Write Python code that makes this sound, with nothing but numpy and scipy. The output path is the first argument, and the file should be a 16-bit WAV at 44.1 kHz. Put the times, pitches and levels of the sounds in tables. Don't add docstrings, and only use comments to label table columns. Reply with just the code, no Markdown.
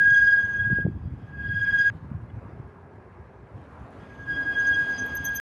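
import sys
import numpy as np
from scipy import signal
from scipy.fft import rfft, irfft, next_fast_len
from scipy.io import wavfile
from scipy.ndimage import uniform_filter1d, minimum_filter1d, map_coordinates

SR = 44100
rng = np.random.default_rng(int(sys.argv[2]) if len(sys.argv) > 2 else 0)


def to_wav(sig):
    pcm = np.clip(np.atleast_2d(sig), -1, 1) * 32767
    pcm = np.round(pcm).astype(np.int16)
    wavfile.write(sys.argv[1], SR, pcm.T)


def attenuation_scalar(level_db):
    decades = np.asarray(level_db, float) / 20
    return 10 ** decades


N = 242991
T = np.arange(N) / SR
END_S = 5.3997
SQUEAL_HZ = 1635.5
GRAB_HZ = 3278
BITE_DB = -50

# time_s, squeal_crest_db, throb_depth_db, bite_db, chatter_db
EASING_PULL = [
    (0, -13, 4.5, -52, -77.5),
    (.12, -8, 6.5, -41.5, -65),
    (.21, -11, 6, -46.5, -66.5),
    (.34, -11, 7.5, -46, -74),
    (.49, -23, 7, -61, -70),
    (.6, -18.5, 7.5, -59, -75.5),
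    (.81, -19.5, 5.5, -64, -93),
    (.89, -49, 8, -94.5, -100),
    (1.09, -82, 14, -95, -104),
]
GRIPPING_PULL = [
    (1.1, -82, 8, -99, -104),
    (1.24, -58, 8.9, -86, -100),
    (1.35, -38.5, 15, -84.5, -91),
    (1.41, -29, 7.6, -66, -97),
    (1.52, -23.5, 12.5, -55.5, -93),
    (1.65, -18.5, 11.4, -48.5, -82),
    (1.72, -17, 22, -47, -77),
    (1.79, -14.5, 7, -43.5, -78.5),
    (1.9, -13.5, 11.7, -46, -76),
]
STOPPING_PULL = [
    (4.0, -57.5, 6, -78, -90),
    (4.245, -36.5, 16, -81, -81),
    (4.305, -23, 6, -50.5, -81),
    (4.544, -21.5, 27, -52.5, -79),
    (4.6, -17.5, 3, -48.5, -69),
    (4.73, -15, 9.7, -47, -70),
    (4.93, -23.5, 10, -50.5, -69.5),
    (5.15, -27, 7.9, -53, -71.5),
    (5.401, -23, 8.6, -51.5, -67.5),
]
# from_s, to_s
PAD_CONTACT = [
    (0, 1.095),
    (1.095, 1.9005),
    (4.0, 5.45),
]
THROB_DIPS = [
    (-0.0035, 0.0525, 0.00009, 0),
    (1.208, 0.054, 0.00029, 0),
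    (4.169, 0.0905, 0.0003, 0.000125),
]
THROB_LEAN = [0.47, -0.11, .2]
# time_s, roughness
CONTACT_ROUGHNESS = [(0, 1.62), (1.9, 1.34), (4.0, 1.2), (5.4, 0.97)]
UPPER_PARTIALS = [-11.5, -22.5, -32.5]
# pitch_hz, width_hz, level_db
SCRAPED_MODES = [(2002, 230, -7.5), (2532, 140, -3), (2940, 96, -10.5), (3300, 240, -2.5), (4830, 640, -15),
                 (9430, 350, -28), (10300, 64, -31.5)]
# pitch_hz, level_db (per Hz)
PAD_COLOUR = [(900, -32), (1800, -6), (3500, -29.5), (5600, -34), (7000, -34), (10000, -39.5),
              (12800, -60.5), (13300, -84.5), (16000, -100)]
# pitch_hz, level_db (per Hz)
HISS_COLOUR = [(1500, -14.5), (3000, 2.5), (5000, -10), (8000, -15.5), (11000, -20), (12600, -29.5),
               (13400, -45.5), (14600, -60), (15500, -91)]
# pitch_hz, width_hz, level_db
HISSING_MODES = [(6310, 290, 3), (12500, 350, 0), (1637, 110, 0)]
# time_s, level_db
TOP_MODE_LEVEL = [(0, -32.5), (.8, -24.5), (1.4, -12), (4.0, -15.5), (5.4, -13)]
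# time_s, wind_db, nearness_db
RIDE_PAST = [(0, -40, 4.5), (.39, -45.5, 18), (.63, -41.5, 7.5), (.9, -36.5, 1.5), (1.25, -44.5, 5.5),
             (1.5, -39, -0.5), (1.88, -49, 9), (1.92, -45.5, 11), (2.1, -44.5, 4.5), (2.45, -44.5, 4),
             (2.7, -50, 3), (3.3, -50.5, 2.5), (3.75, -48.5, 12), (4.2, -48.5, 15), (4.8, -43.5, 27.5),
             (5.08, -48, 23.5), (5.16, -42.5, 21.5), (5.4, -48, 22)]
# pitch_hz, level_db (per Hz)
WIND_COLOUR = [(20, -56.5), (35, -40), (55, -0.5), (100, 1), (170, -5.5), (260, -12), (450, -26),
               (900, -74)]
# pitch_hz, level_db (per Hz)
STREET_COLOUR = [(60, -39.5), (150, 0), (280, -5), (400, -0.5), (650, -3.5), (1050, -5), (1500, -11),
                 (2600, -22.5), (3100, -36), (5000, -40), (12400, -54), (13200, -64), (16000, -72)]
# time_s, ticks_per_s, level_db
PAWL_TICKS = [
    (0, 45, -73.5),
    (1.9, 30, -78.5),
    (1.91, 44, -73.5),
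    (3.5, 42, -79),
    (3.95, 47, -66),
    (4.2, 36, -80),
    (5.4, 25, -83),
]
# pitch_hz, width_hz, level_db
HUB_MODES = [(6000, 300, -11.5), (10050, 330, 4.5)]
# peak_s, level_db, width_s
PAD_GRABS = [
    (.04, -44, .015),
    (.105, -43, .02),
    (.6, -46, .015),
    (1.79, -42.5, .025),
    (4.35, -49, 0.028),
    (4.555, -40, 0.049),
    (4.745, -31, 0.026),
    (5.28, -42, 0.034),
]
# peak_s, level_db, width_s
CHIRP_EVENTS = [(.048, -59, 0.018), (.111, -51, 0.013), (.151, -51, .017), (.176, -49.5, 0.011),
                (.257, -56.5, 0.011), (.416, -58.5, .015), (.453, -52.5, 0.0094), (.536, -56, 0.0075),
                (.567, -56.5, 0.013), (1.79, -53, .01), (1.878, -57, .016), (4.604, -46.5, 0.015),
                (4.675, -41.5, 0.015), (4.746, -48, 0.0094), (4.914, -53, 0.018), (4.992, -38, 0.016),
                (5.021, -46.5, 0.014), (5.172, -40.5, 0.0097), (5.2, -51, 0.013), (5.262, -29.5, 0.019),
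                (5.31, -51, .012), (5.367, -33, 0.017)]
# peak_s, level_db, width_s
EDDY_EVENTS = [(.078, -29, 0.0048), (.121, -22, 0.011), (.616, -33, 0.046), (.666, -28.5, 0.032),
               (.715, -19, 0.0092), (.73, -12.5, 0.0064), (.801, -20, 0.0091), (.855, -10, 0.0075),
               (.879, -15.5, 0.0064), (.93, -33, 0.0083), (1.059, -23.5, 0.0081), (1.078, -22.5, 0.0099),
               (1.24, -33, 0.035), (1.406, -29.5, 0.0084), (1.461, -28, 0.0069), (1.496, -23, 0.029),
               (1.541, -26, 0.0089), (1.564, -30, 0.062), (1.607, -25.5, 0.027), (1.907, -28, 0.02),
               (2.031, -29.5, 0.018), (2.117, -20.5, .0055), (2.13, -30, 0.0067), (2.152, -22, 0.016),
               (2.165, -29, 0.011), (2.233, -29.5, .019), (2.331, -32, 0.028), (2.377, -28.5, 0.02),
               (2.6, -27.5, 0.013), (3.558, -33, .017)]
# peak_s, level_db, width_s
THIRD_FLARES = [
    (.27, -46.5, .025),
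    (.33, -55, 0.023),
    (.75, -64.5, .04),
    (.815, -65, .02),
    (4.545, -50, 0.026),
    (4.75, -52, .03),
    (4.96, -47, 0.063),
]
# peak_s, level_db, width_s
EDDY_EDGES = [
    (.703, -32.5, 0.0057),
    (.721, -32.5, 0.0063),
    (.787, -23.5, 0.0019),
    (.8, -32.5, 0.0026),
    (.852, -25.5, 0.0028),
    (.866, -19, 0.0018),
    (.887, -31, 0.015),
    (2.12, -52, 0.0056),
    (2.6, -41, .0055),
]
# peak_s, level_db, width_s
PIP_EVENTS = [(1.517, -75, .014), (1.56, -77.5, 0.01), (1.6, -81.5, .012), (1.69, -83, .013),
              (1.731, -80, 0.015), (1.827, -69.5, .016), (1.874, -66.5, .015), (4.68, -69, .009),
              (4.719, -63.5, 0.013), (4.893, -66, 0.02), (5.065, -52.5, .013), (5.156, -32.5, 0.0076),
              (5.172, -46, 0.007), (5.253, -32.5, 0.012), (5.288, -48, .012), (5.359, -32.5, .018),
              (5.374, -48.5, .007)]
# time_s, pitch_hz, level_db
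TYRE_DRONE = [
    (2.1, 383.3, -84),
    (2.4, 385.4, -56.5),
    (3.4, 381.8, -59),
    (3.7, 270.9, -55),
    (4.2, 256.6, -53.5),
    (4.35, 292.6, -45),
    (4.8, 281.1, -46.5),
    (5.0, 252.3, -44),
    (5.4, 249.7, -51),
]
# peak_s, level_db, pitch_hz, width_s
FRAME_CREAK = [
    (2.3, -67, 3380, 0.017),
    (2.303, -65, 2960, 0.015),
    (2.305, -60, 2070, 0.031),
]


def unit(x):
    return x / np.sqrt(np.mean(x ** 2) + 1e-20)


def curves(tables):
    s, *columns = np.transpose(np.concatenate(tables))
    return [np.interp(T, s, column) for column in columns]


def wobble(rate):
    return map_coordinates(rng.standard_normal(int(N * rate / SR) + 4), [T * rate])


def shaped(gain, patchy_db):
    spectrum = signal.stft(rng.standard_normal(N + 512), nperseg=512)[2]
    patches = uniform_filter1d(rng.standard_normal(spectrum.shape), size=5, axis=0)
    patches = unit(uniform_filter1d(patches, size=10, axis=1))
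    noise = signal.istft(spectrum * attenuation_scalar(patchy_db * patches), nperseg=512)[1][:N]
    m = next_fast_len(N)
    return unit(irfft(rfft(noise, m) * gain(np.fft.rfftfreq(m, 1 / SR) + 1), m)[:N])


def colour(points):
    hz, db = np.transpose(points)
    return lambda f: attenuation_scalar(np.interp(np.log(f), np.log(hz), db))


def modes(rows):
    def gain(f):
        return sum(attenuation_scalar(db) * (f * w) ** 2 / ((c * c - f * f) ** 2 + (f * w) ** 2) for c, w, db in rows)
    return gain


def pitched(rows, hz):
    s, db, width = np.transpose(rows)
    return np.transpose([s, db, hz(s, width), width])


def bursts(rows, tail, drift):
    out = np.zeros(N + SR)
    t = np.arange(-SR // 8, SR // 8) / SR
    for (s, db, hz, width), turn in zip(rows, rng.random(len(rows))):
        u = t / width
        rise = np.exp(-2.8 * u * u)
        fall = np.exp(-2.8 * u * u / (1 + tail * np.abs(u)))
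        wave = np.cos(2 * np.pi * (hz * (t - drift * t * np.abs(u)) + turn))
        out[round(s * SR) + SR // 4:][:len(t)] += attenuation_scalar(db) * np.where(u < 0, rise, fall) * wave
    return out[SR // 4 + SR // 8:][:N]


def lever():
    return curves([EASING_PULL, GRIPPING_PULL, STOPPING_PULL])


def pad_on():
    return uniform_filter1d(sum(1. * (T >= on) * (T < off) for on, off in PAD_CONTACT), size=9)


def disc_angle():
    k = np.arange(-3, 22)
    leaning = []
    for (s, gap, slow, slower), lean in zip(THROB_DIPS, THROB_LEAN):
        dips_s = s + k * gap + k ** 2 * slow + k ** 3 * slower
        angle = 2 * np.pi * np.interp(T, dips_s, k + .5)
        leaning.append(angle + lean * (1 + np.cos(angle)))
    return np.choose(np.searchsorted([on for on, off in PAD_CONTACT[1:]], T), leaning)


def throbbing():
    crest_db, depth_db = lever()[:2]
    high, low = attenuation_scalar(crest_db), attenuation_scalar(crest_db - np.abs(depth_db))
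    return pad_on() * ((high + low) / 2 + (high - low) / 2 * np.exp(1j * disc_angle()))


def squeal_phase():
    phase = 2 * np.pi * np.cumsum(SQUEAL_HZ + 1.4 * wobble(70)) / SR
    end = round(END_S * SR)
    return phase - phase[end] - np.angle(throbbing()[end]) + np.pi / 2


def squeal(phase):
    return attenuation_scalar(0.4 * wobble(110) + .5 * wobble(18)) * np.imag(throbbing() * np.exp(1j * phase))


def partials(phase):
    crest_db, _, bite_db, _ = lever()
    swell_db = -2 * np.cos(disc_angle() - 0.56)
    fade_db = .6 * np.minimum(crest_db + 30, 0)
    second_db = bite_db + swell_db + fade_db
    third_db = -61 + 1.3 * (bite_db - BITE_DB) + swell_db / 2 + 2 * fade_db
    rough = curves([CONTACT_ROUGHNESS])[0]

    def partial(order, db):
        flicker_db = 3 * wobble(35) + 3.4 * rough * wobble(120)
        slip = .26 * order * rough * wobble(110)
        return attenuation_scalar(db + flicker_db) * np.sin(order * phase + slip)

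    out = partial(2, second_db - 2.36) + partial(3, third_db)
    for order, db in enumerate(UPPER_PARTIALS, start=4):
        out += partial(order, third_db + db)
    return out


def scrape():
    scrape_db = -70 + 0.4 * (lever()[2] - BITE_DB)
    broad, rung = colour(PAD_COLOUR), modes(SCRAPED_MODES)
    rub = attenuation_scalar(scrape_db + 14.5 + 0.96 * wobble(25)) * shaped(lambda f: broad(f) + rung(f), patchy_db=2.5)
    hiss = attenuation_scalar(scrape_db - 9 + 1.4 * wobble(28)) * shaped(colour(HISS_COLOUR), patchy_db=4.0)
    return rub + hiss


def high_disc_hiss():
    low_db = lever()[3]
    top_db = low_db + curves([TOP_MODE_LEVEL])[0]
    low = attenuation_scalar(low_db + 4.5 + 2.7 * wobble(30)) * shaped(modes(HISSING_MODES[:1]), patchy_db=0.5)
    top = attenuation_scalar(top_db + 2.5 + 5 * wobble(35)) * shaped(modes(HISSING_MODES[1:2]), patchy_db=2.3)
    return low + top


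def wind_rumble():
    lumps = attenuation_scalar(2.5 * wobble(30) + 1.1 * wobble(8.2))
    return attenuation_scalar(curves([RIDE_PAST])[0] + 2.5) * unit(lumps * shaped(colour(WIND_COLOUR), patchy_db=-0.77))


def street():
    near_db = curves([RIDE_PAST])[1]
    body_db = -54.5 + .3 * near_db - 2.5 * (T < 2.1)
    body_db = body_db + 2.0 + 1.1 * wobble(5.3) + 0.27 * wobble(3.0)
    body = attenuation_scalar(body_db) * shaped(colour(STREET_COLOUR), patchy_db=1.5)
    hiss = attenuation_scalar(-85 + near_db + 1.4 * wobble(40)) * shaped(colour(HISS_COLOUR), patchy_db=2.0)
    return body + hiss


def disc_hum():
    return attenuation_scalar(-67.0) * shaped(modes(HISSING_MODES[2:]), patchy_db=-0.3)


def freewheel():
    rate, tick_db = curves([PAWL_TICKS])
    clicks = np.diff(np.floor(np.cumsum(rate) / SR), prepend=0)
    ticks = clicks * attenuation_scalar(tick_db + 24.5 + 3 * wobble(40))
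    return irfft(rfft(ticks) * modes(HUB_MODES)(np.fft.rfftfreq(N, 1 / SR) + 1), N)


def pad_grabs():
    rows = pitched(PAD_GRABS, lambda s, width: GRAB_HZ + 0 * s)
    return attenuation_scalar(1.5 * wobble(67)) * bursts(rows, tail=0.44, drift=0)


def chirps():
    rows = pitched(CHIRP_EVENTS, lambda s, width: 6272 + 22 * rng.standard_normal(len(s)))
    return attenuation_scalar(1.4 + 1.6 * wobble(160)) * bursts(rows, tail=.8, drift=.0003)


def wind_eddies():
    rows = pitched(EDDY_EVENTS, lambda s, width: 91.2 + 0.45 / width)
    return attenuation_scalar(-1.9) * bursts(rows, tail=0.088, drift=0.059)


def third_flares():
    rows = pitched(THIRD_FLARES, lambda s, width: 1.5 * GRAB_HZ - 8 + 0 * s)
    return attenuation_scalar(2.5 * wobble(90)) * bursts(rows, tail=.8, drift=0)


def eddy_edges():
    rows = pitched(EDDY_EDGES, lambda s, width: 360 + 0.12 / width)
    return attenuation_scalar(1.5) * bursts(rows, tail=1.0, drift=0.29)


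def pips(phase):
    rows = pitched(PIP_EVENTS, lambda s, width: 12560 - 34 * s + 25 * rng.standard_normal(len(s)))
    out = attenuation_scalar(1.5 + 2.2 * wobble(220)) * bursts(rows, tail=.7, drift=.0006)
    return out * (1 + .04 * wobble(260) * np.sin(phase) + .012 * wobble(260) * np.sin(2 * phase))


def tyre_drone():
    hz, db = curves([TYRE_DRONE])
    phase = 2 * np.pi * np.cumsum(hz + 12 * wobble(6)) / SR
    return attenuation_scalar(db) * (wobble(75) * np.sin(phase) + wobble(75) * np.cos(phase))


def frame_creak():
    return attenuation_scalar(4.8 * wobble(200) - 3.5) * bursts(FRAME_CREAK, tail=.4, drift=0.0087)


def scene():
    phase = squeal_phase()
    under_pad = partials(phase) + scrape() + high_disc_hiss() + pad_grabs() + third_flares()
    brake = squeal(phase) + pad_on() * under_pad + chirps() + pips(phase)
    wind = wind_rumble() + wind_eddies() + eddy_edges()
    wheels = disc_hum() + freewheel() + tyre_drone()
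    return (brake + wind + street() + wheels + frame_creak())[None]


def top_cut(x):
    return signal.sosfilt(signal.butter(12, 15540, fs=SR, output="sos"), x)


def record(dry):
    heard = signal.sosfilt(signal.butter(4, 42, "high", fs=SR, output="sos"), dry)
    gain = minimum_filter1d(np.minimum(1, .283 / (np.abs(heard) + 1e-9)), size=400)
    return top_cut(heard * uniform_filter1d(gain, size=200) * (T < END_S))


dry = scene()
out = record(dry)
to_wav(out)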